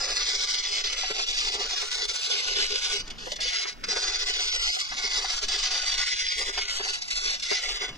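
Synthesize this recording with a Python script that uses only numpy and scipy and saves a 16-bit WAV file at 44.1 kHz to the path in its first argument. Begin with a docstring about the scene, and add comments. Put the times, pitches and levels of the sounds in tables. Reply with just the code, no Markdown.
"""Wire brush on a metal shell

A wire brush scrubs a cast metal shell in a workshop, in quick short strokes with a few pauses.
Random ticks are the steel bristles on rough paint; they are heard bare and also ring the shell's modes.
The wooden back of the brush knocks now and then: a short hollow thump with a noisy rattle.
Coloured noise makes a low rumble, a faint hiss and a murmur that swells in the pauses.
Left and right share one sound, but the phase between them drifts in patches."""
import sys
import numpy as np
from scipy import signal
from scipy.fft import rfft, irfft, next_fast_len
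from scipy.io import wavfile
from scipy.ndimage import uniform_filter1d

SR = 44100
rng = np.random.default_rng(int(sys.argv[2]) if len(sys.argv) > 2 else 0)


def transcribe(u):
    """Save the signal u as a 16-bit wav file named by the first command-line argument.

    u: samples, shape (n,) or (channels, n), limited to [-1, 1]; the rate is SR.
    q: integer samples, one column per channel.
    """
    v = np.clip(np.atleast_2d(u).T, -1, 1)
    q = np.round(v * 32767).astype(np.int16)
    wavfile.write(sys.argv[1], SR, q)


N = 351477  # length in samples, about 8 s

# All levels in the tables are relative: the layers are balanced against each other when mixed.
# The room's noise spectrum. Each row: frequency in Hz, strength in dB.
ROOM_SPECTRUM = [(15, 5.5), (25, 2), (42, -1.5), (70, -24.5), (150, -71), (400, -29), (1500, -27),
                 (3000, -40), (6000, -42), (9000, -54)]
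# Knocks of the brush back. Each row: time in seconds, thump level in dB, pitch in Hz,
# hardness (rattle against thump) in dB.
KNOCKS = [(0.089, -41, 562, 8), (0.757, -43, 402, -11), (1.032, -36, 746, 8), (1.102, -30.5, 425, 5),
          (1.191, -44, 423, 21), (1.467, -47, 417, 19), (1.645, -40, 440, 6), (1.706, -56, 490, 12),
          (1.823, -47.5, 700, 19), (2.703, -38.5, 420, -19), (3.267, -33.5, 508, 5),
          (3.316, -35.5, 593, -15), (3.386, -44.5, 618, 16), (3.453, -36.5, 507, -24),
          (3.528, -43, 410, 15), (3.649, -36.5, 401, 11.5), (3.834, -47, 790, 23.5), (3.88, -32, 490, -17),
          (3.958, -39, 400, 16.5), (4.765, -30, 755, -8), (4.915, -55.5, 800, 32.5), (5.04, -39, 419, 0),
          (5.242, -40, 776, 15), (5.424, -40, 420, 3), (6.49, -37, 402, -27), (6.575, -35, 750, 13),
          (6.798, -35.5, 402, 12), (6.855, -37.5, 757, 2), (7.512, -26.5, 410, 6.5)]
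# Ringing modes of the shell. Each row: frequency in Hz, width in Hz, level in dB.
SHELL_MODES = [(411, 30, -5), (520, 50, -13), (735, 60, -13), (1184, 45, -13), (1370, 35, -11),
               (1476, 18, -4), (1666, 28, -10), (1998, 45, -3.5), (2196, 38, -5), (2530, 60, -11),
               (2885, 50, -8), (2996, 14, -2), (3450, 36, 0), (3938, 45, -4), (4263, 55, -4), (4706, 55, 1),
               (4870, 45, -2), (5000, 50, .5), (5165, 70, -4), (5717, 60, -3), (5970, 70, -6),
               (6190, 80, -10), (6567, 90, -12), (7482, 90, -17)]
# How strongly three groups of shell modes ring at each spot. Each row: time in seconds,
# level near 1.5 kHz in dB, level near 2 kHz in dB, level near 3.2 kHz in dB.
SPOT_RINGING = [(0, -7.5, -12, -5.5), (.5, 6, 8, -4), (1, -12, 3.5, 4), (1.5, -10, -5, 1.5),
                (2, 1, 4.5, 0.5), (2.5, 9.5, 7, 5.5), (3, 11.5, 3, 3), (3.5, -7, 2, 3.5),
                (4, 2, -1.5, -7.5), (4.5, 4.5, 11, 3.5), (5, 1.5, 2, 0), (5.5, -4, -7, -1.5),
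                (6, 6, 5, -0.5), (6.5, 3, 7, 4), (7, -1, 0, 0), (7.5, 0.5, 9, -1.5), (8, -3, -2.5, 11)]
# Bare scratch of the bristles. Each row: frequency in Hz, strength in dB.
SCRATCH_SPECTRUM = [(100, -34), (300, -24), (600, -19), (1000, -16), (1500, -16), (2300, -8), (3500, -3),
                    (5000, -1), (6200, -7), (8000, -18), (10000, -29), (12000, -43), (16000, -54)]
# The scrub as the brush moves from spot to spot. Each row: time in seconds, level in dB,
# low ring of the shell in dB, its hollow boom in dB, bristle tips in dB.
SCRUB = [(0, -24.5, 5.5, -6.5, 0), (.5, -25, -5.5, 1, -5), (1, -28.5, 2.5, -1.5, -5),
         (1.5, -26.5, 1, -4.5, -2), (2, -27.5, -3.5, 3, 6.5), (2.5, -27, -3.5, 6, 2), (3, -26, -5, 4, 5.5),
         (3.5, -27.5, 2.5, -2, 4.5), (4, -25.5, 1, 0.5, -6), (4.5, -26, -5.5, -4.5, 3.5),
         (5, -27, 4.5, -10.5, 5), (5.5, -25, 0, -10, -1), (6, -25.5, -0.5, -14, 0.5),
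         (6.5, -29.5, 1.5, 1, 6.5), (7, -26, 2, -7, 5), (7.5, -26, -3, -5.5, 2.5), (7.9, -32, 10, -3, 5.5)]
# The brush slows as the hand turns back. Each row: time in seconds, change of level in dB.
HAND_TURNS = [(0.03, -3.5), (0.08, -5.0), (0.144, -7.5), (0.194, -5.0), (0.255, -5.0), (0.331, -4.0),
              (0.375, -3.5), (0.401, -3.0), (0.465, -10.5), (0.527, -4.5), (0.569, -4.0), (0.621, -10.0),
              (0.678, -5.5), (0.704, -4.0), (0.83, -11.5), (0.89, -5.0), (0.914, -5.0), (0.956, -6.0),
              (1.05, -3.5), (1.094, -4.0), (1.131, -6.5), (1.177, -3.5), (1.257, -11.5), (1.331, -4.5),
              (1.365, -3.5), (1.511, -5.5), (1.576, -7.5), (1.648, -3.5), (1.682, -6.5), (1.752, -8.0),
              (1.794, -4.0), (1.838, -4.5), (1.864, -6.0), (1.898, -7.5), (2.071, -16.0), (2.131, -8.0),
              (2.179, -4.5), (2.205, -5.0), (2.231, -4.5), (2.287, -4.5), (2.419, -3.5), (2.444, -3.5),
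              (2.502, -3.0), (2.548, -6.0), (2.686, -7.5), (2.74, -5.0), (2.772, -4.0), (2.804, -8.5),
              (2.887, -4.5), (2.951, -5.0), (2.987, -9.5), (3.52, -3.5), (3.66, -14.5), (3.947, -6.5),
              (3.995, -4.0), (4.013, -7.5), (4.059, -5.0), (4.111, -3.5), (4.182, -5.5), (4.252, -11.5),
              (4.326, -7.5), (4.384, -5.0), (4.45, -3.5), (4.51, -6.0), (4.582, -10.5), (4.713, -4.0),
              (4.777, -9.0), (5.013, -4.5), (5.092, -6.5), (5.206, -3.5), (5.238, -3.0), (5.268, -5.0),
              (5.322, -5.0), (5.354, -4.5), (5.406, -13.0), (5.509, -4.5), (5.575, -6.0), (5.611, -4.5),
              (5.699, -4.5), (5.813, -4.0), (5.847, -5.0), (5.966, -6.5), (6.048, -6.5), (6.104, -4.0),
              (6.148, -4.0), (6.298, -3.0), (6.36, -3.5), (6.447, -7.0), (6.521, -10.0), (6.563, -5.0),
              (6.603, -3.5), (6.643, -6.0), (6.667, -9.0), (6.743, -4.0), (6.793, -6.0), (6.82, -8.5),
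              (6.87, -4.0), (6.92, -7.0), (6.968, -7.0), (7.142, -7.5), (7.202, -5.0), (7.23, -4.5),
              (7.323, -4.0), (7.449, -5.0), (7.483, -7.0), (7.611, -5.5), (7.673, -6.5), (7.742, -5.0),
              (7.792, -9.0), (7.874, -10.0)]
# The brush eases off the shell. Each row: start in seconds, end in seconds, depth of the dip in dB.
LIFTS = [(3.004, 3.185, 23.5), (3.14, 3.319, 12), (3.311, 3.405, 23.5), (3.692, 3.886, 14),
         (3.718, 3.87, 29.5), (4.811, 4.968, 7.5), (5.444, 5.485, 13.5), (6.97, 7.105, 13.5),
         (7.349, 7.425, 15), (7.889, 8.1, 18)]
# Short firm touches of the bristles. Each row: time in seconds, peak level in dB.
TOUCHES = [(.84, -26), (0.924, -30.5), (2.754, -23), (2.96, -40), (3.075, -36.5), (3.102, -30.5),
           (3.317, -27), (3.331, -33), (3.359, -31.5), (3.838, -26), (3.862, -43), (7.018, -26),
           (7.079, -31), (7.396, -31.5), (7.426, -39)]
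# Phase by which the left leads in the bass, held until the next row.
# Each row: start in seconds, lead in radians.
BASS_LEAD = [(0, -.7), (.41, -2), (.85, -.1), (1.69, 2.1), (2.14, 3.14), (2.46, .7), (2.75, 2), (2.9, .5),
             (3.12, -1.4), (3.5, 2.8), (3.72, -1.4), (4.05, .2), (4.71, 3.14), (4.9, -1.5), (5.14, .1),
             (6.02, -2.2), (6.13, -.5), (6.17, 3.14), (6.22, -1), (6.29, 3.14), (6.36, .6), (6.93, 2.7),
             (7.13, -.2), (7.33, 2.2), (7.63, -.2)]
# Sliding bands where left and right pull far apart. Each row: start in seconds, first centre in Hz,
# end in seconds, last centre in Hz, basic width in Hz, basic lead in radians.
APART_BANDS = [(.55, 3900, 1.1, 3600, 500, 2.3), (.95, 3300, 2.4, 2900, 900, 2.3),
               (1.05, 2000, 1.65, 1400, 800, -2.3), (2.07, 5500, 3.05, 4100, 800, -2.4),
               (2.3, 5700, 3, 5300, 350, 2.3), (3.4, 4900, 3.95, 4300, 900, 2),
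               (3.9, 4200, 4.9, 3600, 900, 2.3), (4, 3000, 5.48, 2700, 1000, 2.1),
               (4.2, 2300, 5.3, 1500, 700, -2.2), (4, 6400, 5.1, 5300, 500, 2.2),
               (5.5, 4300, 6.9, 3900, 700, -1.4), (6.7, 2300, 7.5, 1900, 600, 2.6),
               (6.9, 1500, 7.52, 1000, 800, 2.3), (7.6, 3600, 8, 3200, 1100, 2),
               (.85, 6900, 1.3, 6400, 700, 2.4), (0, 6500, .3, 6400, 600, 2.7),
               (0, 3100, .5, 2900, 350, 2.6), (3.25, 1500, 3.72, 500, 700, 2.7),
               (2.08, 2000, 3.05, 1950, 300, 2.8), (6.05, 900, 6.4, 800, 1100, 2.8),
               (6.65, 3600, 7.2, 3200, 350, 2.7), (6.5, 5700, 7.65, 4500, 500, 2.7),
               (7.6, 4400, 8, 4200, 600, 2.6), (0, 3100, .2, 3250, 400, 3.14),
               (.27, 2650, .65, 2600, 350, 3.14), (.48, 6800, .62, 6800, 300, 3.14),
               (.83, 5400, 1.4, 4750, 450, 3.14), (1.92, 2500, 2.07, 2400, 400, 3.14),
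               (2.92, 3500, 3.06, 3400, 450, 3.14), (3.17, 2050, 3.36, 2600, 500, 3.14),
               (3.75, 1200, 3.92, 600, 450, 2.9), (4.42, 1900, 4.88, 1750, 550, 3.14),
               (4.67, 1300, 4.84, 500, 600, 3.14), (4.48, 3550, 4.75, 3400, 250, 3.14),
               (5.3, 5150, 5.48, 4950, 450, 3.14), (5.62, 5450, 6.1, 4750, 450, 3.14),
               (5.98, 4850, 6.3, 4450, 600, 3.14), (5.77, 6600, 5.97, 6950, 350, 3.14),
               (6.42, 4650, 6.6, 4350, 650, 3.14), (6.58, 4950, 6.88, 5300, 1150, 3.14),
               (6.86, 5350, 7.35, 5150, 600, 3.14), (7.1, 3100, 7.3, 2850, 400, 3.14),
               (6.22, 1350, 6.55, 1500, 450, 3), (7.61, 5000, 7.82, 4600, 650, 3.14),
               (7.62, 1700, 7.84, 1350, 250, 3.14)]

ROOM_DB = -43.5
# the murmur: level before swelling, dB gained per dB the scrub loses, limit of that gain, smoothing time
MURMUR_DB, MURMUR_RISE, MURMUR_TOP_DB, MURMUR_S = -73.5, 4.8, 23.5, 0.08
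TURN_S = .012  # time either side of a turn at which its dip has shrunk to about a third
WOBBLE_DB, WOBBLE_PER_S = .8, 70
EASE_S, LAND_S = 0.024, 0.0037  # time to fade away at a lift and to land again
TOUCH_RISE_S, TOUCH_FADE_S = 0.0017, 0.0084
TOP_HZ = 15850  # the recorder's upper limit


def undb(db):
    """Turn decibels into a plain gain."""
    return 10 ** (np.asarray(db) / 20)


def level(x, db):
    """Scale a sound to the given average (RMS) level in dB."""
    return x * undb(db) / np.sqrt(np.mean(x ** 2))


def curve(s, values):
    """Draw straight lines through values placed at times in seconds."""
    return np.interp(np.arange(N) / SR, s, values)


def held(table, s):
    """The value of the last row reached at each time."""
    start, value = np.transpose(table)
    return value[np.searchsorted(start, s, "right") - 1]


def colour(x, points):
    """Shape the spectrum by (Hz, dB) points."""
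    size = next_fast_len(len(x))
    log_hz = np.log(np.fft.rfftfreq(size, 1 / SR) + 1)
    points = np.array(points)
    gain = undb(np.interp(log_hz, np.log(points[:, 0]), points[:, 1]))
    return irfft(rfft(x, size) * gain, size)[:len(x)]


def butter(x, order, hz, kind="low"):
    """Keep what lies below hz, or above it for kind "high"."""
    return signal.sosfilt(signal.butter(order, hz, kind, fs=SR, output="sos"), x)


def ring(x, hz, width):
    """One resonance, gain 1 at its centre."""
    return signal.lfilter(*signal.iirpeak(hz, hz / width, SR), x)


def walk(rate):
    """Random levels held 1 / rate seconds and smoothed twice; spread near 1."""
    hold = int(SR / rate)
    steps = np.repeat(rng.standard_normal(N // hold + 1), hold)
    return 1.3 * uniform_filter1d(uniform_filter1d(steps, hold), hold)[:N]


def eased():
    """How many dB the scrub has lost to the lifts: it fades away and lands again sharply."""
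    t = np.arange(N) / SR
    dips = []
    for start, end, dip_db in LIFTS:
        lifted = np.minimum((t - start) / EASE_S, (end - t) / LAND_S)
        dips.append(dip_db * np.clip(lifted, 0, 1))
    return np.max(dips, axis=0)


def room():
    """Rumble and hiss that waver a little, and a murmur that swells where the brush eases off."""
    steady = level(colour(rng.standard_normal(N), ROOM_SPECTRUM), ROOM_DB) * undb(0.37 * walk(2.5))
    murmur = colour(rng.standard_normal(N), [(55, -20), (90, 1.5), (250, 4.5), (500, -8),
                                             (1600, -7), (3000, -8), (7000, -40)])
    rise_db = MURMUR_RISE * uniform_filter1d(eased(), int(MURMUR_S * SR))
    swell_db = np.minimum(rise_db, MURMUR_TOP_DB) + 1.9 * walk(16.0)
    return steady + level(murmur, MURMUR_DB) * undb(swell_db)


def knocks():
    """A hollow, rough thump at its own pitch and a hard rattle for each knock."""
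    thump, rattle = np.zeros(N), np.zeros(N)
    t = np.arange(2048) / SR
    # each knock swells for 10 ms, then dies away
    shape = (t / 0.0095) ** 2 * np.exp(2 - 2 * t / 0.01)
    grits = rng.standard_normal((len(KNOCKS), len(t)))
    for (s, db, hz, hard_db), grit in zip(KNOCKS, grits):
        at = int(s * SR) - 128  # the swell starts about 3 ms ahead of the listed time
        hollow = np.sin(2 * np.pi * hz * t) + level(ring(grit, hz, 300), -8)
        thump[at:at + len(t)] += undb(db) * shape * hollow
        rattle[at:at + len(t)] += undb(db + hard_db) * shape * grit
    rattle = colour(rattle, [(400, -33), (800, -5.0), (1500, -3.5), (2300, -5.5), (4000, -17.0), (8000, -67)])
    return thump, rattle


def touches():
    """Power of the touches: a quick rise, a short fade."""
    t = np.arange(N) / SR
    power = np.zeros(N)
    for s, db in TOUCHES:
        rise = np.clip((t - s) / TOUCH_RISE_S, 0, 1)
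        fade = np.exp(-(np.maximum(t - s, 0) / TOUCH_FADE_S) ** 2)
        power += undb(2 * db) * rise * fade
    return power


def pressure():
    """The scrub wobbles, dips at each turn of the hand and drops at lifts; touches add their power."""
    t = np.arange(N) / SR
    s, scrub_db = np.transpose(SCRUB)[:2]
    db = curve(s, scrub_db) + WOBBLE_DB * walk(WOBBLE_PER_S)
    for s, change_db in HAND_TURNS:
        at = slice(max(int((s - 3 * TURN_S) * SR), 0), int((s + 3 * TURN_S) * SR))
        db[at] += change_db * np.exp(-((t[at] - s) / TURN_S) ** 2)
    # doubling the dB turns amplitude into power
    return np.sqrt(undb(2 * (db - eased())) + touches())


def bristles(per_s, spread_db, chatter_s):
    """Each wire catches and lets go: dense ticks of uneven size that chatter on for a moment."""
    size = next_fast_len(N)
    caught = rng.random(N) < per_s / SR
    ticks = caught * rng.standard_normal(N)
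    ticks = ticks * undb(spread_db * np.minimum(rng.exponential(size=N), 4))
    # the chatter holds each narrow band of a tick back by its own short time
    lag_s = chatter_s * np.repeat(rng.exponential(size=256), size // 500)[:size // 2 + 1]
    phase = 2 * np.pi * np.cumsum(lag_s) * SR / size
    return level(irfft(rfft(ticks, size) * np.exp(-1j * phase), size)[:N], 0)


def bare_scratch(heard, low, boom, tips, jolts):
    """The ticks heard through the air: low part, bristle tips and hollow boom change with the spot."""
    scratch = colour(heard, SCRATCH_SPECTRUM)
    body = butter(scratch, 2, 2200)
    edge = butter(scratch, 2, 7200, "high")
    # the middle of the scratch follows the spot and flickers apart from the rest
    spot = np.transpose(SPOT_RINGING)
    middle = undb(0.76 * curve(spot[0], spot[-1]) + 0.72 * walk(30))
    scratch = scratch + (middle - 1) * ring(scratch, 2950, 1200)
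    hollow = (boom - 1) * low * ring(scratch, 440, 430)
    return scratch + (low * jolts ** .5 - 1) * body + (tips - 1) * edge + hollow


def shell(ticks, rattle, low, boom, jolts):
    """Ticks and rattle ring the metal's modes, which come and go as the brush moves over it."""
    spot_s, *groups_db = np.transpose(SPOT_RINGING)
    groups_hz = [(1400, 1550), (1900, 2300), (2800, 3600)]
    ringing = 0
    for k, (hz, width, db) in enumerate(SHELL_MODES):
        drive = ticks * undb(3.4 * walk(28))
        for (lo_hz, hi_hz), group_db in zip(groups_hz, groups_db):
            if lo_hz < hz < hi_hz:
                drive = drive * undb(curve(spot_s, group_db))
        if hz < 2300:
            drive = drive * low
        if hz < 1000:
            drive = drive * jolts
        if hz < 600:
            drive = drive * boom
        # neighbouring modes swing in opposite directions
        ringing = ringing + (-1) ** k * undb(db) * ring(drive + rattle, hz, width)
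    # the shell's ringing is kept below about 8 kHz
    return butter(ringing, 4, 8000)


def brush():
    """The ticks are heard bare and through the shell; the knocks thump and rattle along."""
    s, _, low_db, boom_db, tips_db = np.transpose(SCRUB)
    # some wires are heard through the air, others mostly drive the metal
    wires = [bristles(per_s=5000, spread_db=2.4, chatter_s=.0015) for _ in range(2)]
    heard, ticks = np.array(wires) * pressure()
    low, boom = undb(curve(s, low_db)), undb(curve(s, boom_db))
    tips = undb(curve(s, tips_db) + 1.8 * walk(25))
    # the hand jolts the shell unevenly, which its lowest modes feel most
    jolts = undb(2.85 * walk(18))
    bare = bare_scratch(heard, low, boom, tips, jolts)
    thump, rattle = knocks()
    scrub = bare + undb(3.5) * shell(ticks, rattle, low, boom, jolts)
    return undb(7.5) * scrub + undb(-0.5) * thump + undb(3.5) * rattle


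def taper(s, start, end):
    """A band opens and closes like a lens: widest in its middle."""
    from_middle = 2 * (s - start) / (end - start) - 1
    return 1.2 * np.sqrt(np.clip(1 - from_middle ** 2, .1, 1))


def spread(x, bass_hz, treble_hz, patch_hz, patch_s, treble_s, ragged_hz, fray_s):
    """Both ears get the same sound; the phase between them holds in patches and jumps at their edges."""
    hz, s, frames = signal.stft(x, SR, nperseg=1024, noverlap=768)
    # smooth a random field over frequency and time to make the patches
    re, im = rng.standard_normal((2, *frames.shape))
    field = re + 1j * im
    for _ in range(2):
        field = uniform_filter1d(field, int(patch_hz / hz[1]), axis=0)
    quick, slow = field[-1], field
    for _ in range(2):
        slow = uniform_filter1d(slow, int(patch_s / s[1]), axis=1)
        quick = uniform_filter1d(quick, int(treble_s / s[1]))
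    # the patches sink in pitch by 400 Hz each second
    rows = (np.arange(len(hz))[:, None] + (400 * s / hz[1]).astype(int)) % len(hz)
    slow = np.take_along_axis(slow, rows, axis=0)
    lead = np.round(np.angle(slow) * .62)  # whole radians
    lead[hz > treble_hz] = .88 * np.angle(quick)
    # the edges of the wide patches are ragged
    fray = uniform_filter1d(field.imag, int(fray_s / s[1]), axis=1)
    fray = fray / fray.std()
    # here and there a small island inside a patch slips a little out of step
    islands = uniform_filter1d(field.real, int(fray_s / s[1]), axis=1)
    slip = .4 * (islands > 1.05 * field.real.std() / 2)
    place = hz[:, None] + ragged_hz * (slow.real / slow.real.std() / 2 + fray / 2)
    bass_lead = held(BASS_LEAD, s) - slip * (hz[:, None] > 250)
    lead = np.where(place < bass_hz, bass_lead, lead)
    place = hz[:, None] + ragged_hz / 4 * fray
    for start, from_hz, end, to_hz, width, radians in APART_BANDS:
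        centre_hz = np.interp(s, [start, end], [from_hz, to_hz])
        inside = abs(place - centre_hz) < width / 2 * taper(s, start, end)
        band_lead = radians + np.round(.33 * fray) * np.sin(radians) / 2 - slip
        lead = np.where(inside & (s >= start) & (s < end), band_lead, lead)
    # the left turns forward by half the lead, the right back by the other half
    sides = np.array([1, -1])[:, None, None]
    ears = signal.istft(frames * np.exp(.5j * lead * sides), SR, nperseg=1024, noverlap=768)[1]
    return ears[:, :N] * np.std(x) / np.std(ears)


def scene():
    """Brush and room together, spread between left and right."""
    return spread(brush() + room(), bass_hz=650, treble_hz=7200, patch_hz=250, patch_s=.3,
                  treble_s=.055, ragged_hz=230, fray_s=.04)


def record(dry):
    """Each microphone adds its own faint high hiss; the recorder cuts the top."""
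    noise = rng.standard_normal(dry.shape)
    hiss = undb(-69) * np.array([colour(x, [(2000, -32), (8000, -1.5)]) for x in noise])
    return signal.sosfilt(signal.ellip(10, .2, 70, TOP_HZ, fs=SR, output="sos"), dry + hiss)


dry = scene()
out = record(dry)
transcribe(out)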